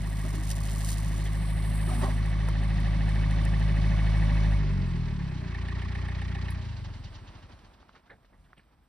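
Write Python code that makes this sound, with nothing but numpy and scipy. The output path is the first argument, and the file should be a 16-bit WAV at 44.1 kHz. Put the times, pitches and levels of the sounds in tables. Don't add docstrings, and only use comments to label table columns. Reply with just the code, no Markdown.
import sys
import numpy as np
from scipy import signal
from scipy.fft import rfft, irfft, next_fast_len
from scipy.io import wavfile
from scipy.ndimage import uniform_filter1d

SR = 44100
rng = np.random.default_rng(int(sys.argv[2]) if len(sys.argv) > 2 else 0)


def generate_wav(signal):
    frames = np.transpose(np.atleast_2d(signal))
    scaled = np.clip(frames, -1, 1) * 32767
    pcm = np.round(scaled).astype(np.int16)
    wavfile.write(sys.argv[1], SR, pcm)


def attenuation_scalar(level_db):
    decades = np.asarray(level_db, float) / 20
    return 10 ** decades


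N = 391608
TIME_S = np.arange(N) / SR

# [time_s, firing_rate_hz]
CRANK_SPEED = [(0, 52.03), (.8, 52.43), (1.2, 52.36), (1.7, 53.14), (2.4, 52.93), (4.54, 52.82),
               (4.85, 44.15), (5.2, 34.95), (5.5, 28.17), (5.8, 30.16), (6.57, 30.08), (6.8, 24.6),
               (7.0, 20.85), (7.55, 9.2), (7.85, 5)]
THROTTLE_SHUT_S, STALL_S = 4.54, 7.08


def rms_one(x):
    return x / np.sqrt(np.mean(x ** 2) + 1e-20)


def in_time(rows):
    s, *columns = np.transpose(rows)
    return [np.interp(TIME_S, s, c) for c in columns]


def at_hz(points, hz):
    table_hz, values = np.array(points)[:, 0], np.array(points)[:, 1]
    return np.interp(np.log(hz + 1e-9), np.log(table_hz), values)


def ramp(s, length):
    return np.clip((TIME_S - s) / length, 0, 1)


def peaks_db(rows, rise_db_per_s, fall_db_per_s):
    curves = []
    for s, db in rows:
        below_db = np.where(TIME_S < s, rise_db_per_s * (s - TIME_S), fall_db_per_s * (TIME_S - s))
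        curves.append(db - below_db)
    return np.max(curves, axis=0)


def bursts(rows):
    out = np.zeros(N)
    for s, db, length in rows:
        tail = attenuation_scalar(db - 20 * np.arange(int(3 * length * SR)) / (length * SR))
        at = round(s * SR)
        out[at:at + len(tail)] += tail[:N - at]
    return out


def drift(rate):
    r = np.exp(-80 * np.pi * rate / SR)
    slow = signal.lfilter([1], [1, -2 * r, r * r], rng.standard_normal(N // 40 + 2002))[2000:]
    return np.interp(np.arange(N) / 40, np.arange(len(slow)), rms_one(slow))


def noise():
    return rng.standard_normal((2, N))


def coloured(spectrum, source, low_hz=20, high_hz=16000):
    # [pitch_hz, likeness_0_to_1]
    likeness = [(60, 1), (300, 1), (600, 0.95), (1000, 0.86), (2500, 0.8), (5000, 0.42), (8000, 0.75),
                (13000, 1)]
    size = next_fast_len(N)
    hz = np.arange(size // 2 + 1) * SR / size
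    alike = np.clip(at_hz(likeness, hz), 0, 1)
    mid, side = rfft(source, size) * attenuation_scalar(at_hz(spectrum, hz)) * (hz > low_hz) * (hz < high_hz)
    both = np.sqrt(1 + alike) * mid + np.sqrt(1 - alike) * side * [[1], [-1]]
    return rms_one(irfft(both, size)[:, :N])


def resonance(x, hz, width_hz):
    r, w = np.exp(-np.pi * width_hz / SR), 2 * np.pi * hz / SR
    return signal.lfilter([0, np.sin(w)], [1, -2 * r * np.cos(w), r * r], x + 1e-18)


def surroundings():
    # [time_s, level_db]
    quiet = [(7.4, -57), (8.17, -68.5), (8.88, -70.5)]
    # [time_s, level_db]
    rocking = [
        (7.4, -56),
        (7.55, -53),
        (7.66, -55),
        (7.82, -60),
        (7.95, -60),
        (8.15, -59),
        (8.42, -56.5),
    ]
    # [pitch_hz, level_db per Hz]
    air_colour = [(88, -25), (150, -5), (244, 3.5), (446, -5.5), (899, -2.5), (5610, -22.5), (7220, -38),
                  (8500, -36), (11000, -40)]
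    lump_colour = [(25, -33), (40, 4.5), (60, 3.0), (110, -7.5), (200, -8.0), (300, -43.5)]     # (Hz, dB per Hz)
    air_db, = in_time(quiet)
    rock_db = np.maximum(-65.5, peaks_db(rocking, 61, 61))
    lumps = ramp(7.1, 0.19) * attenuation_scalar(rock_db) * coloured(lump_colour, noise(), high_hz=11050)
    air = attenuation_scalar(air_db + 1.8 * drift(20)) * coloured(air_colour, noise(), high_hz=11050)
    return lumps + air


def ticks():
    # [start_s, peak_db, pitch_hz, length_s]
    sharp_ticks = [(2.485, -26.5, 1120, 0.011), (7.828, -46.5, 1210, 0.0036), (7.893, -42.5, 1320, 0.0014),
                   (7.942, -50, 800, 0.0015), (7.95, -46, 1580, 0.013), (8.079, -53, 1610, 0.0057),
                   (8.246, -50.5, 1480, 0.0087), (8.531, -39.5, 1560, 0.0023), (8.577, -56, 3000, 0.0076),
                   (8.593, -50.5, 2010, 0.011), (8.712, -64, 1590, 0.0055)]
    # [start_s, peak_db, pitch_hz, width_hz, length_s]
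    puffs = [(7.958, -47, 2000, 3500, 0.039), (8.095, -41.5, 1750, 830, 0.045),
             (8.108, -47, 830, 600, 0.051), (8.183, -59, 800, 1200, 0.016), (8.321, -55, 1100, 2800, 0.07),
             (8.33, -63, 1950, 330, 0.043), (8.458, -61, 1800, 500, 0.045), (8.44, -64, 3200, 3000, .05),
             (8.062, -62, 1500, 2000, .02), (8.565, -56, 2740, 2300, 0.086), (8.6, -67, 4250, 1490, .04),
             (7.802, -62, 4000, 1400, 0.022), (8.1, -56.5, 3700, 900, 0.043),
             (8.248, -74, 4500, 2500, 0.018), (8.57, -56, 500, 700, 0.056), (8.575, -56.5, 214, 110, 0.062),
             (8.33, -64, 400, 150, .05), (8.11, -65, 670, 202, 0.055), (8.53, -64, 4000, 600, 0.0043)]
    # [start_s, peak_db, pitch_hz, width_hz, length_s]
    key_clicks = [
        (6.502, -41, 10500, 1800, 0.027),
        (6.503, -51, 13500, 2500, 0.017),
        (6.502, -50, 4700, 1500, .02),
        (8.578, -64, 8500, 900, 0.03),
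    ]
    # [start_s, peak_db, pitch_hz, width_hz, length_s]
    plates = [(.34, -42, 315, 25, .12), (1.14, -46, 328, 25, .13), (1.87, -40, 370, 80, .07),
              (1.96, -40, 252, 25, .09), (.243, -46, 603, 80, 0.03), (1.885, -39, 1230, 150, 0.044),
              (1.9, -44, 1090, 120, .03), (1.908, -37, 740, 90, 0.054), (1.925, -43, 724, 110, 0.045),
              (1.97, -46, 1180, 120, 0.027), (2.05, -38, 1080, 110, 0.032), (1.95, -43, 864, 80, 0.11),
              (2.01, -38, 1116, 100, .03), (2.028, -35, 1080, 90, 0.047), (2.026, -31, 620, 110, 0.029),
              (2.028, -31, 805, 110, 0.034), (2.073, -34, 620, 110, 0.032), (2.09, -43, 810, 100, 0.038),
              (2.008, -45, 1750, 120, 0.025), (2.025, -39, 1900, 120, 0.044)]
    # [start_s, peak_db, pitch_hz]
    landings = [
        (.245, -41, 314),
        (0.327, -37, 313),
        (1.131, -40, 305),
        (0.432, -43, 5140),
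        (0.515, -34, 5430),
        (0.684, -38, 4360),
        (0.888, -35, 4740),
        (.925, -37.5, 4600),
        (1.256, -37.5, 3040),
        (1.979, -37, 252),
    ]
    sharp = [(s, db, hz, 1100, length) for s, db, hz, length in sharp_ticks]
    stones = [(s, db, hz, 0.61 * hz, 0.043 * np.sqrt(1000 / hz)) for s, db, hz in landings]
    out, white, step = np.zeros(N), rng.standard_normal(N), np.arange(6000)
    for s, db, hz, width_hz, length in sharp + list(puffs) + list(key_clicks) + list(plates) + stones:
        at = round(s * SR)
        fall = attenuation_scalar(-20 * step / (length * SR))
        rise = 1 - np.exp(-step / (0.065 * length * SR))
        rattle = fall * rise * white[at - 6000:at]
        ring = resonance(resonance(rattle, hz, width_hz), hz, width_hz)
        out[at:at + 6000] += (attenuation_scalar(db) * ring / np.max(np.abs(ring)))[:N - at]
    return out


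def bucket():
    # [start_s, level_db, length_s]
    thumps = [
        (.24, -38, 0.038),
        (.33, -35.5, 0.028),
        (1.88, -36.5, 0.22),
        (1.92, -46.5, 0.18),
        (2.012, -38, 0.078),
        (2.03, -36, 0.056),
        (2.085, -41, 0.083),
    ]
    # [pitch_hz, level_db per Hz]
    steel_colour = [(180, 13), (250, 19), (320, -2), (390, 13), (470, -32), (610, 4.5), (800, 1), (1090, 3),
                    (1400, -5.5), (1850, -9), (3500, -10.5), (6000, -16)]
    soft = uniform_filter1d(bursts(thumps), size=500, origin=249)
    return soft * attenuation_scalar(1.0 * drift(60)) * coloured(steel_colour, noise(), 183, 7000)


def soil():
    # [time_s, level_db]
    slips = [
        (.518, -51),
        (.686, -55),
        (.924, -45),
    ]
    # [pitch_hz, level_db per Hz]
    soil_colour = [(1470, -33), (2500, -8), (5700, -2), (7120, 1), (9540, -1.5), (11000, -1.0),
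                   (11600, -26), (12500, -4), (14700, -11), (15700, -19)]
    # [start_s, peak_db]
    clods = [(0.0734, -38.5), (.103, -41), (.13, -40), (.17, -38), (.193, -39), (0.2154, -35), (.243, -44),
             (.262, -38), (0.3062, -34.5), (.335, -41), (0.354, -33), (0.4344, -33), (.492, -34),
             (0.513, -23), (.6535, -36), (.694, -36), (.757, -36), (.771, -36), (.807, -32.5), (.847, -27),
             (.889, -39), (.9, -37), (.908, -32), (.925, -39), (1.082, -46), (1.191, -42), (1.199, -43),
             (0.503, -25), (0.566, -32), (0.604, -33), (0.636, -37), (0.6833, -45), (0.738, -41),
             (0.9823, -28), (1.046, -33.5), (1.1204, -46), (1.1662, -40), (1.2151, -37), (1.253, -35),
             (1.346, -43), (2.2593, -39), (2.4867, -35.5), (2.636, -42), (2.8015, -41), (3.091, -40.5),
             (3.31, -39), (3.451, -32), (3.5965, -40)]
    # [pitch_hz, level_db per Hz]
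    grit_colour = [(2500, -14), (5600, -3.5), (7100, -6), (8200, -0.5), (10900, -2.0), (11600, -24),
                   (12600, -9), (15500, -17)]
    trickle_db = peaks_db([(0.73, -53.5)], 13.5, 13.5)
    level_db = np.maximum(trickle_db, peaks_db(slips, 91, 703))
    empty_s, grains_per_s = 1.4, 500
    sliding = TIME_S < empty_s
    sizes = attenuation_scalar(1.2 * np.minimum(rng.exponential(1, (2, N)), 5)) * rng.choice([-1, 1], (2, N))
    grains = sizes * (rng.random(N) < grains_per_s * attenuation_scalar(4 * drift(60)) / SR)
    slide = sliding * attenuation_scalar(level_db + 5.5) * coloured(soil_colour, grains, 2500, 15500)
    spits = bursts([(s, db - 8.0, .008) for s, db in clods])
    return slide + spits * coloured(grit_colour, noise(), 2100, 15500)


def valve():
    # [opens_s, shuts_s, opening_db, shutting_db, top_octave_db]
    openings = [
        (0.102, .22, -57, -59, -7),
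        (.55, 0.87, -64, -48, -8.5),
        (1.37, 2.02, -56.5, -49, -9.5),
    ]
    # [pitch_hz, level_db per Hz]
    hiss_colour = [(4290, -49), (7300, -9), (7940, -2.5), (9260, -3), (9840, -8), (10000, -5), (10900, -5),
                   (11300, -19), (12300, -11), (15700, -25)]
    rate, = in_time(CRANK_SPEED)
    level = attenuation_scalar(-63 - 8.5 * ramp(THROTTLE_SHUT_S, 0.071) + 6 * np.log2(rate / rate[0]))
    top = np.hypot(level * attenuation_scalar(-15), attenuation_scalar(-90))
    for opens, shuts, first_db, last_db, top_db in openings:
        open_db = np.interp(TIME_S, [opens, shuts], [first_db, last_db])
        before_db = 140 * np.maximum(opens - TIME_S, 0)
        after_db = 75 * np.maximum(TIME_S - shuts, 0)
        flow = attenuation_scalar(open_db - before_db - after_db)
        level, top = np.hypot(level, flow), np.hypot(top, flow * attenuation_scalar(top_db))
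    white = noise()
    hiss = level * coloured(hiss_colour, white, 7250, 11050) + top * coloured(hiss_colour, white, 12350, 15300)
    unloaded = rms_one(resonance(resonance(white, 8150, 700), 8150, 700))
    hiss += level * attenuation_scalar(-0.5) * ramp(THROTTLE_SHUT_S, 0.2) * unloaded
    cracked = ramp(openings[-1][0], 0.019) - ramp(openings[-1][1], 0.24)
    whistle = rms_one(resonance(resonance(white[0], 9540, 80), 9540, 80))
    return attenuation_scalar(-1.0 + 1.4 * drift(31)) * (hiss + attenuation_scalar(-6.0) * level * cracked * whistle)


def whine(rate, db):
    # [pitch_hz, level_db]
    pump_tones = [(1480, -68), (1615, -68), (2234, -61.5), (2536, -70), (2988, -70.5), (3596, -72),
                  (5394, -73), (6024, -72)]
    # [pitch_hz, level_db]
    gear_tones = [(581, -58.5), (661, -65.5), (714, -65.5), (793, -65), (952, -65)]
    seconds_at_full_speed = np.cumsum(rate / 52.9) / SR
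    out = 0
    for hz, line_db in list(pump_tones) + list(gear_tones):
        level = attenuation_scalar(line_db + db + 2.3 * drift(4.6)) * np.sqrt(2)
        out = out + level * np.sin(2 * np.pi * (hz * seconds_at_full_speed + 0.16 * drift(5.9)))
    return out


def knocks(contacts, turn, load, first_s, last_s, spread_db, jitter_s):
    first, last = int(first_s * SR), int(last_s * SR)
    cycles = np.arange(int(turn[first] / 4), int(turn[last] / 4) + 1)
    out = np.zeros(N)
    for firing, hz, *db in contacts:
        jitter = (jitter_s * SR * rng.standard_normal(len(cycles))).astype(int)
        at = np.searchsorted(turn, 4 * cycles + firing) + jitter
        at = at[(at >= first) & (at < last)]
        tilt_db = 1.5 * np.log2(min(hz, 2000) / 1500)
        blow_db = tilt_db + db[0] + (db[-1] - db[0]) * load[at]
        clicks = np.zeros(last - first)
        clicks[at - first] = attenuation_scalar(blow_db + spread_db * rng.standard_normal(len(at)))
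        width_hz = max(.065 * hz, 80)
        struck = resonance(clicks, hz, 3.0 * width_hz) * 6.0 * width_hz / SR
        out[first:last] += resonance(struck, hz, width_hz)
    return out


def block_knocks(turn, shut, caught, idle_db):
    # [position_firings, pitch_hz, light_load_db, full_load_db]
    loaded = [(0.07, 620, -7, -6), (0.47, 2260, -10, -7), (0.47, 3470, -17, -12), (0.55, 1960, -4, -7),
              (0.59, 920, -9, -6), (0.75, 620, -8, -5), (0.83, 3600, -14, -14), (1.19, 1580, -12, -10),
              (1.23, 720, -10, -7), (1.23, 1960, -12, -9), (1.35, 1140, -11, -9), (1.51, 3470, -17, -10),
              (1.59, 1270, -9, -8), (1.59, 2600, -14, -11), (1.71, 2030, -3, -10), (1.83, 1690, -8, -5),
              (1.91, 770, -4, -6), (1.95, 3600, -10, -12), (1.99, 2900, -9, -9), (2.03, 640, -5, -7),
              (2.03, 4150, -16, -11), (2.15, 830, -7, -5), (2.31, 560, -8, -6), (2.39, 3010, -16, -12),
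              (2.43, 920, -7, -2), (2.43, 1180, -9, -9), (2.51, 2600, -12, -6), (2.51, 3600, -13, -12),
              (2.59, 4000, -11, -13), (2.71, 2510, -12, -7), (2.79, 3010, -8, -9), (2.83, 1890, -1, 2),
              (2.83, 3600, -11, -14), (2.95, 860, -10, -8), (3.03, 560, -6, -5), (3.03, 4150, -15, -12),
              (3.15, 1820, -6, -2), (3.19, 760, -11, -8), (3.35, 990, -10, -9), (3.55, 2100, -5, -2),
              (3.63, 3600, -16, -10), (3.83, 1760, -9, -11), (3.83, 4300, -14, -17), (3.91, 1140, 0, -1)]
    # [position_firings, pitch_hz, light_load_db, full_load_db]
    strong_knock = [
        (2.52, 1810, 1, 1),
    ]
    # [position_firings, pitch_hz, level_db]
    idling = [(0.14, 1890, 0), (0.18, 2510, -9), (0.26, 1140, 0), (0.38, 3350, -15), (0.38, 4150, -16),
              (1.02, 2340, -5), (1.06, 2900, -14), (1.06, 3470, -17), (1.1, 1890, -4), (1.18, 4000, -14),
              (1.34, 690, -8), (1.34, 3010, -14), (1.38, 1820, -8), (1.38, 2260, -11), (1.5, 1370, -13),
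              (1.5, 3730, -17), (1.54, 1140, -10), (1.66, 2180, -12), (1.7, 860, -7), (1.9, 580, -8),
              (2.02, 3230, -12), (2.06, 830, -9), (2.14, 1180, -11), (2.14, 1370, -9), (2.18, 1890, -2),
              (2.18, 3860, -14), (2.26, 3120, -11), (2.34, 2700, -7), (2.42, 3350, -9), (2.46, 1100, -8),
              (2.46, 1690, -6), (2.62, 2260, -10), (2.62, 2600, -12), (3.1, 2900, -6), (3.1, 4300, -12),
              (3.14, 1820, 5), (3.18, 800, -2), (3.22, 2510, -5), (3.22, 3730, -11), (3.26, 2180, -2),
              (3.34, 960, -9), (3.42, 3730, -12), (3.62, 2260, -6), (3.66, 1760, -6), (0.05, 8500, -19),
              (1.1, 8500, -21), (2.2, 8500, -19), (3.13, 8500, -14), (3.14, 9800, -20)]
    echo_s = [.0059, .0073]
    load = ramp(1.2, 2.2)
    hits = attenuation_scalar(18 - 7 * shut - 30 * ramp(THROTTLE_SHUT_S, .6)) * knocks(
        list(loaded) + list(strong_knock), turn + .12, load, 0, 5.1, spread_db=1.0, jitter_s=.00006)
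    hits += attenuation_scalar(idle_db + 21.5) * knocks(
        idling, turn + .06, caught, 5.3, 6.8, spread_db=1.5, jitter_s=.0003)
    return hits + attenuation_scalar(-7) * np.array([np.roll(hits, round(s * SR)) for s in echo_s])


def exhaust(rate, turn, level_db, load_db, unfired, coasting):
    # [pitch_hz, level_db]
    pipe = [(20, -40), (30, -15), (33, -8), (39, -1), (52, 2), (62, -1), (72, -3), (90, -1), (108, -5),
            (122, -8), (145, -10.5), (165, -10), (185, -15), (215, -27), (300, -38), (400, -62)]
    # [pitch_hz, level_db]
    coasting_pipe = [(28, 7), (36, 0.0), (52, -1.0), (90, 1), (103, -3.5), (122, 8), (150, 7), (175, 10),
                     (200, 5), (220, 12), (250, 7), (300, -4)]
    low_orders_db = [1, 1.0, 5, -6.5]
    cylinder_db = [-0.32, -0.23, 0.72, -0.56]
    # [multiple_of_firing_rate, level_db]
    uneven_orders = [(1.75, -24), (2.75, -22)]
    # [pitch_hz, level_db per Hz]
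    rumble_colour = [(42, -40), (58, -4), (70, -5), (100, -5), (170, -1.5), (200, -3.5), (230, -14.5)]
    slow = np.arange(0, N, 64)
    unfired_slow, stalled = unfired[slow], ramp(STALL_S, .03)[slow]
    lag = .25 * (ramp(THROTTLE_SHUT_S, .06) - ramp(THROTTLE_SHUT_S + .13, .25))[slow]
    order_db = list(low_orders_db) + [0] * 12
    out, power = [0, 0], 0
    for k in range(1, 17):
        hz = k * rate[slow]
        lead = .4 / (1 + (hz / 44) ** 8) + .19 / (1 + (103 / hz) ** 12) - .08 - (k > 1) * lag
        gain_db = order_db[k - 1] * attenuation_scalar(load_db[slow]) + at_hz(coasting_pipe, hz) * coasting
        gain_db = gain_db - 6 * unfired_slow * np.log2(1 + hz / 100)
        gain_db = gain_db - 5.5 * stalled * np.log2(1 + hz / 50)
        twin = 1 + 1.9 * unfired_slow * np.exp(2j * np.pi * hz * 0.00865)
        order = attenuation_scalar(at_hz(pipe, hz) + gain_db) * np.exp(2j * np.pi * lead) * twin
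        power = power + np.abs(order) ** 2 / 2
        wave = np.exp(2j * np.pi * k * (turn + .25))
        out[k > 1] = out[k > 1] + np.real(np.interp(np.arange(N), slow, order) * wave)
    firings = np.arange(int(turn[-1]) + 2)
    chance = np.interp(turn, firings - .25, rng.standard_normal(len(firings)))
    firing_db = np.interp(turn, firings - .25, np.resize(cylinder_db, len(firings)))
    strength = attenuation_scalar(firing_db + (0.3 + 2.5 * unfired) * chance)
    puffing = (out[0] + strength * out[1]) / np.interp(np.arange(N), slow, np.sqrt(power))
    blades = attenuation_scalar(-20.5 + load_db + 3.0 * drift(3.4)) * np.sqrt(2) * np.sin(7 * np.pi * turn)
    for k, db in uneven_orders:
        blades += attenuation_scalar(db + load_db + 1.3 * drift(2.6)) * np.sqrt(2) * np.sin(2 * np.pi * k * turn)
    rumble = attenuation_scalar(-16.0 + 7.1 * unfired + 1.4 * drift(5.4)) * coloured(rumble_colour, noise(), high_hz=230)
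    return attenuation_scalar(level_db) * (puffing + blades + rumble)


def last_compressions(block, fan):
    # [start_s, peak_db]
    chugs = [(6.618, -45), (6.69, -46), (6.766, -44), (6.845, -40), (6.941, -41), (7.042, -40),
             (7.146, -40), (7.274, -44), (7.35, -47), (7.427, -44), (7.517, -47), (7.587, -50),
             (7.645, -46), (7.734, -50), (7.8, -51), (7.887, -52), (7.925, -56), (7.955, -50), (8.06, -57),
             (8.25, -57)]
    jolts = uniform_filter1d(bursts([(s, db - 14, .045) for s, db in chugs]), size=500)
    return jolts * (attenuation_scalar(-3) * block + fan)


def engine():
    # [time_s, level_db]
    shaking = [(0, -48), (1.8, -46), (3.1, -44), (4.4, -42.5), (4.7, -47), (5.17, -49.5), (5.5, -48.5),
               (5.72, -47), (6.53, -48.5), (7.35, -61.5), (8.0, -83)]
    # [pitch_hz, level_db per Hz]
    block_colour = [(280, -47), (480, -22), (571, -6.5), (627, -4), (684, -14), (746, -12.5), (802, -3.5),
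                    (1150, -4.5), (1260, -11.5), (1850, -4), (2300, -7.5), (2410, -16), (2530, -5),
                    (2700, -14.5), (3510, -42), (5940, -120)]
    # [pitch_hz, level_db per Hz]
    fan_colour = [(1590, -32), (2700, 1), (2760, -3), (3060, -0.5), (3310, -5.5), (3570, -4), (4270, -3.5),
                  (6210, -13), (7300, -17), (9490, -53), (16100, -120)]
    # [pitch_hz, level_db per Hz]
    growl_colour = [(120, -31), (200, -14), (227, -3), (268, -7), (334, -14.5), (398, -11), (449, -40),
                    (480, -27), (620, -59), (1060, -120)]
    (rate,), (clatter_db,) = in_time(CRANK_SPEED), in_time(shaking)
    turn = np.cumsum(rate) / SR
    running = np.clip((7.85 - TIME_S) / 0.46, 0, 1)
    idle_catch_s, key_off_s = 5.48, 6.56
    shut, caught, off = ramp(THROTTLE_SHUT_S, .08), ramp(idle_catch_s, .05), ramp(key_off_s, .07)
    fuelled, unfired = 1 - shut + caught - off, 0.31 * off
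    overrun = shut * (1 - caught) * (1 - ramp(THROTTLE_SHUT_S, 0.99))

    to_go_s = np.maximum(THROTTLE_SHUT_S - TIME_S, 0)
    load_db, idle_db = -2.0 - 0.14 * to_go_s - 50 * shut, -45 * (1 - caught + off)
    whine_db = 5 - 2.5 * to_go_s - 3.3 * shut - 40 * ramp(THROTTLE_SHUT_S, 1.4)
    exhaust_db = -22 - 1.75 * to_go_s - 2 * (1 - fuelled) + 11.5 * np.log2(rate / rate[0])
    exhaust_db += -2 * (ramp(STALL_S, 0.017) - ramp(7.35, 0.097))
    growl_db = -47.5 - 5 * caught + clatter_db + 45.5
    fan_db = -54 + 0.97 * (clatter_db + 45)

    share, angle = .3 * fuelled, (turn / 2 % 1 * 1650).astype(int)
    rattle = np.sqrt(1 - share) * noise() + np.sqrt(share) * noise()[:, angle]
    block = attenuation_scalar(1.1 * drift(30)) * coloured(block_colour, rattle, 480, 2700)
    fan = attenuation_scalar(1.5 * drift(40)) * coloured(fan_colour, rattle, 2700, 7250)
    growl = attenuation_scalar(growl_db + 0.97 * drift(60)) * coloured(growl_colour, rattle, 200, 480)

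    beat = np.cos(2 * np.pi * (turn - .2))
    block_db = -3.5 - 2.2 * fuelled + 1.6 * shut - 4.0 * off + 1.5 * beat
    clatter = attenuation_scalar(clatter_db) * (block_knocks(turn, shut, caught, idle_db) + attenuation_scalar(block_db) * block)
    air = attenuation_scalar(fan_db - 1.0 * fuelled + (2.0 + 1.4 * attenuation_scalar(idle_db)) * beat) * fan
    hum_db = -51 - 45 * off - 9 * (TIME_S - idle_catch_s) + 1.0 * drift(4.9)
    growl += ramp(idle_catch_s - .1, 0.084) * attenuation_scalar(hum_db) * np.sin(2 * np.pi * 13 * turn)
    panel_ring = rms_one(resonance(resonance(rattle[0], 388, 55), 388, 55))
    growl += shut * attenuation_scalar(clatter_db - 10.5 + 9.5 * overrun) * panel_ring
    puffing = exhaust(rate, turn, exhaust_db, load_db, unfired, (shut - caught)[::64])
    turning = puffing + growl + clatter + air + whine(rate, whine_db)
    return running * turning + last_compressions(block, fan)


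def scene():
    return surroundings() + ticks() + bucket() + soil() + valve() + engine()


def top_cut(x):
    return signal.sosfilt(signal.butter(12, 15880, fs=SR, output="sos"), x)


def record(dry):
    # [pitch_hz, level_db]
    left_db = [(60, 0), (110, 1.5), (200, -1), (380, 1.5), (700, -4), (1290, -3), (2380, -1.5),
               (4400, -4.5), (8120, 0), (15000, 0)]
    # [pitch_hz, phase_rad]
    left_lead = [(40, 0.28), (250, 0.59), (400, 0.72), (1030, 1.1), (1550, 0.17), (3010, 1), (3620, 0.5),
                 (4910, 0.55), (8960, -5.5), (11100, -9), (13200, -11), (15400, -14.5)]
    size = next_fast_len(N + 2000)
    hz = np.arange(size // 2 + 1) * SR / size
    half = attenuation_scalar(at_hz(left_db, hz) / 2) * np.exp(.5j * at_hz(left_lead, hz))
    ports = irfft(rfft(dry, size) * [half, 1 / half], size)[:, :N]
    return top_cut(ports)


dry = scene()
out = record(dry)
generate_wav(out)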